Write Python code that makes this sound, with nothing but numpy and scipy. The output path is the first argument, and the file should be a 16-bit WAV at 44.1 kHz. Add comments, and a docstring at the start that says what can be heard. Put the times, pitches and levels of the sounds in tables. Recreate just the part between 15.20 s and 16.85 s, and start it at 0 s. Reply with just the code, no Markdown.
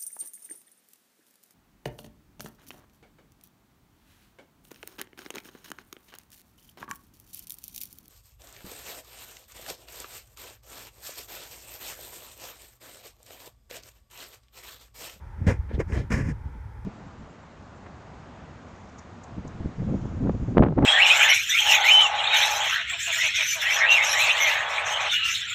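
"""Tire turned by hand

A quiet room, one microphone, right up against a rubber tire on a plastic wheel. Skin drags over the
rubber in short strokes of tiny stick-slips that excite resonances of tire and wheel and a surface hiss.
The tire bumps dully against the hand, the tread catches now and then, and the shifting grip keeps up
a low rumble."""
import sys
import numpy as np
from scipy import signal
from scipy.fft import rfft, irfft
from scipy.io import wavfile
from scipy.ndimage import uniform_filter1d

SR = 44100
rng = np.random.default_rng(int(sys.argv[2]) if len(sys.argv) > 2 else 0)


def persist_wave(psi):
    """Save psi, clipped to +-1, as 16-bit WAV."""
    counts = np.round(np.clip(psi, -1, 1) * 32767).astype(np.int16)
    wavfile.write(sys.argv[1], SR, np.atleast_2d(counts).T)


N = 72765


def from_db(db):
    """Decibels to gain."""
    return 10 ** (np.asarray(db) / 20)


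def rms_one(x):
    """Scale to unit rms."""
    return x / np.sqrt(np.mean(x ** 2) + 1e-20)


def seconds():
    """The time of every sample."""
    return np.arange(N) / SR


def white():
    """White noise with a spread of 1."""
    return rng.standard_normal(N)


def drift(hz):
    """Random wander, mostly slower than hz; rms 1."""
    pole = np.exp(-2 * np.pi * hz / SR)
    wander = signal.lfilter([1], [1, -2 * pole, pole * pole], rng.standard_normal(2 * N))
    return rms_one(wander[N:])


def resonate(x, hz, width_hz):
    """A damped resonance, applied twice for steep skirts."""
    radius = np.exp(-np.pi * width_hz / SR)
    b = [1 - radius, 0, radius - 1]
    a = [1, -2 * radius * np.cos(2 * np.pi * hz / SR), radius * radius]
    return signal.lfilter(b, a, signal.lfilter(b, a, x + 1e-18))


def ring_modes(excite, modes, force):
    """Each resonance gets its own excitation, scaled by the force; a force of 1 gives about rms 1."""
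    out, power = 0, 0
    for hz, width_hz, db in modes:
        drive = excite()
        unforced_rms = np.std(resonate(drive, hz, width_hz))
        out += from_db(db) * resonate(drive * force, hz, width_hz) / unforced_rms
        power += from_db(db) ** 2
    return out / np.sqrt(power)


# Spectrum of the quiet room: f/Hz, relative level/dB
ROOM_SPECTRUM = [(30, 3.5), (120, 5.5), (200, -10), (300, -13), (420, -8), (690, -18.5), (890, -2.5),
                 (1100, -16.5), (1350, -12.5), (2000, -17.5), (2450, -24), (2850, -32), (3300, -30),
                 (4000, -36), (5700, -35.5), (8000, -41), (15000, -46)]


def room_tone(level_db=-48):
    """Steady, dull air of the room behind the tire."""
    hz, db = np.transpose(ROOM_SPECTRUM)
    bin_hz = np.maximum(np.fft.rfftfreq(N, 1 / SR), 1)
    colour = from_db(np.interp(np.log(bin_hz), np.log(hz), db))
    return from_db(level_db) * rms_one(irfft(rfft(white()) * colour, N))


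# The tire's lowest resonances: f/Hz, width/Hz, relative level/dB
RUMBLE_MODES = [(41.7, 32, -1.5), (65.1, 38.4, 4.5), (93.8, 27.7, -5)]
# Course of the rumble as the grip shifts: t/s, relative level/dB
GRIP_LEVELS = [(0, -45), (.16, -44.5), (.22, -36.5), (.31, -31.5), (.36, -37), (.47, -40), (.62, -36.5),
               (.69, -41.5), (0.771, -31.5), (.88, -43), (.94, -34), (1.09, -34), (1.17, -40), (1.31, -45),
               (1.38, -41), (1.54, -47), (1.65, -41)]


def grip_rumble(gain_db=4, even_over_s=0.0507):
    """The shifting grip keeps the tire's lowest resonances moving."""
    rumble = ring_modes(white, RUMBLE_MODES, force=1)
    local_power = uniform_filter1d(rumble ** 2, int(even_over_s * SR))
    evened = rumble / np.sqrt(local_power + 0.005)
    grip_db = np.interp(seconds(), *np.transpose(GRIP_LEVELS))
    return evened * from_db(gain_db + grip_db)


# Resonances of the plastic wheel, rung by catches and rubbing: f/Hz, width/Hz, relative level/dB
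WHEEL_MODES = [(954, 240, -3.5), (1080, 220, -5.5), (1462, 450, -2), (1704, 170, 1), (1839, 210, -0.5),
               (2046, 280, 0), (2376, 280, -4.5), (2685, 550, -11.5)]
# Small catches of the tread on the skin: t/s, starting level/dB
TREAD_CATCHES = [(0.513, -45), (0.7222, -31), (0.7755, -33.5), (0.939, -32)]


def tread_catches(t60_s=0.012):
    """The tread snags and lets go with a short tick in the wheel."""
    force = 0
    for start, db in TREAD_CATCHES:
        t = seconds() - start
        force += (t >= 0) * from_db(db - 60 * np.maximum(t, 0) / t60_s)
    return ring_modes(white, WHEEL_MODES, force)


# Bumps against the hand, a firmer contact ringing higher: t/s, envelope peak level/dB, f/Hz
HAND_BUMPS = [(0.212, -19, 98.4), (0.2662, -9.5, 167.4), (0.271, -8.5, 76), (0.382, -18.5, 62),
              (0.512, -26, 400), (0.533, -15.5, 55.6), (.579, -22, 315), (0.584, -18.5, 116),
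              (0.6011, -25.5, 440), (0.617, -22, 56.4), (.659, -28.5, 80), (0.722, -16.5, 72),
              (0.766, -23.5, 70), (0.791, -30.5, 100), (.904, -19.5, 206), (.928, -16, 58),
              (0.992, -16.5, 211), (1.027, -21, 68.5), (1.116, -19, 97.2), (1.251, -26.5, 72),
              (1.449, -29.5, 63)]


def hand_bumps(swell_cycles=0.72, sharpness=3.25):
    """Soft contacts swell and die within a few cycles in the damped rubber."""
    out = 0
    for start, db, hz in HAND_BUMPS:
        cycles = np.maximum(seconds() - start, 0) * hz
        age = cycles / swell_cycles
        envelope = (age * np.exp(1 - age)) ** sharpness
        out -= from_db(db) * envelope * np.sin(2 * np.pi * cycles)
    return out


def stick_slips(per_s=5000, spread_db=3, sliding_gain=0.4):
    """Dense stick-slip clicks of uneven size over smooth sliding noise."""
    sizes = from_db(spread_db * np.minimum(rng.exponential(1, N), 4))
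    signs = rng.choice([-1, 1], N)
    slipping = rng.random(N) < per_s / SR
    return rms_one(sizes * signs * slipping) + sliding_gain * white()


def stroke_pressure(start, rise, hold, fall, sag_db, fall_db=28):
    """Pressure builds, sags or grows while the skin slides, then lets go."""
    t = seconds() - start
    built = np.clip(t / rise, 0, 1) ** 1.28  # slowly at first
    held = np.clip((t - rise) / hold, 0, 1)
    released = np.maximum(t - rise - hold, 0) / fall
    return built * from_db(-sag_db * held - fall_db * released)


# Resonances that the slips excite, from low to high: f/Hz, width/Hz, relative level/dB
JUDDER_MODES = [(124.5, 62.6, 2.5), (194, 103, -0.5), (291.3, 68, -9.5)]
HOLLOW_MODES = [(337, 60, -4.5), (414, 160, 1), (513, 126, -3.5), (666, 300, -9.5)]
RASP_MODES = [(3100, 540, -0.75), (3690, 1700, -1.3)]
HISS_MODES = [(5280, 1230, 0.5), (6560, 1800, 0), (7800, 1100, -9.5), (8800, 1400, -9.5)]
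SIZZLE_MODES = [(11370, 1200, 0), (12800, 1300, -4), (14500, 1600, -11)]
# Strokes of skin on rubber, right at the microphone: t/s, rise/s, hold/s, fall/s,
# sag over the hold/dB (negative grows), then level/dB of judder, hollow, wheel, rasp and hiss
SKIN_STROKES = [ (0.156, 0.035, 0.088, 0.056, -7, -41, -58, -63, -96, -80),
                (0.261, 0.0095, 0.021, 0.061, -2.5, -26.5, -29, -35, -50.5, -48.5),
                (0.291, 0.011, 0.0094, 0.051, 0, -29.5, -27.5, -33, -58.5, -49.5),
                (0.483, 0.0084, 0.03, .016, -1, -40, -58.5, -54, -70, -84),
                (0.522, .016, 0.014, 0.048, 0, -37, -42.5, -54, -57, -70),
                (0.586, 0.016, 0.0089, 0.023, 3.5, -37, -25.5, -34, -56, -51.5),
                (0.668, 0.013, 0.049, 0.0072, -13, -43, -53, -58, -84, -69.5),
                (0.724, 0.0087, 0.025, 0.037, 0, -48, -36, -41.5, -57.5, -53.5),
                (.750, 0.02, 0.021, 0.078, -1, -29.5, -37, -44.5, -53, -57.5),
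                (0.898, 0.0075, 0.11, 0.062, 5, -26, -36.5, -36, -64, -50.5),
                (0.911, 0.0077, 0.0039, 0.1, -1, -45, -33.5, -31.5, -51.5, -43.5),
                (1.026, 0.013, 0.037, 0.031, -3.5, -33.5, -50, -48.5, -85, -62),
                (1.069, 0.024, 0.028, 0.0071, 7, -28.5, -43, -43.5, -70, -56),
                (1.223, 0.044, 0.016, .030, 1, -45, -61.5, -78, -74.5, -90),
                (1.333, 0.0095, 0.017, 0.016, 1, -41.5, -63, -88, -78, -97)]


def skin_rubbing(flutter_hz=88, flutter_db=0.5, hiss_lag_s=0.0015):
    """Each stroke drives the resonances in its own balance; the grip flutters, hard strokes sizzle."""
    pressures = np.array([stroke_pressure(*stroke[:5]) for stroke in SKIN_STROKES])
    gains = from_db([stroke[5:] for stroke in SKIN_STROKES]).T
    flutter = from_db(flutter_db * drift(flutter_hz))
    # Overlapping strokes add in power.
    judder, hollow, wheel, rasp, hiss = np.sqrt(gains ** 2 @ pressures ** 2) * flutter
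    # Hiss needs sliding speed, so it swells a little later.
    lag = np.exp(-1 / (hiss_lag_s * SR))
    hiss = signal.lfilter([1 - lag], [1, -lag], hiss + 1e-18)
    sizzle = from_db(-62.5) * (hiss / from_db(-44)) ** 1.14  # gains 1.14 dB per dB of hiss
    groups = [(JUDDER_MODES, judder), (HOLLOW_MODES, hollow), (WHEEL_MODES, wheel),
              (RASP_MODES, rasp), (HISS_MODES, hiss), (SIZZLE_MODES, sizzle)]
    return sum(ring_modes(stick_slips, modes, force) for modes, force in groups)


def scene():
    """Hand and tire close to one microphone, the room behind them."""
    return (skin_rubbing() + hand_bumps() + tread_catches() + grip_rumble() + room_tone())[None]


def record(dry, low_cut_hz=34, high_cut_hz=15340):
    """The microphone signal passes a gentle low cut and a steep high cut."""
    low_cut = signal.butter(2, low_cut_hz, "high", fs=SR, output="sos")
    high_cut = signal.ellip(10, 0.1, 80, high_cut_hz, fs=SR, output="sos")
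    return signal.sosfilt(high_cut, signal.sosfilt(low_cut, dry))


dry = scene()
out = record(dry)
persist_wave(out)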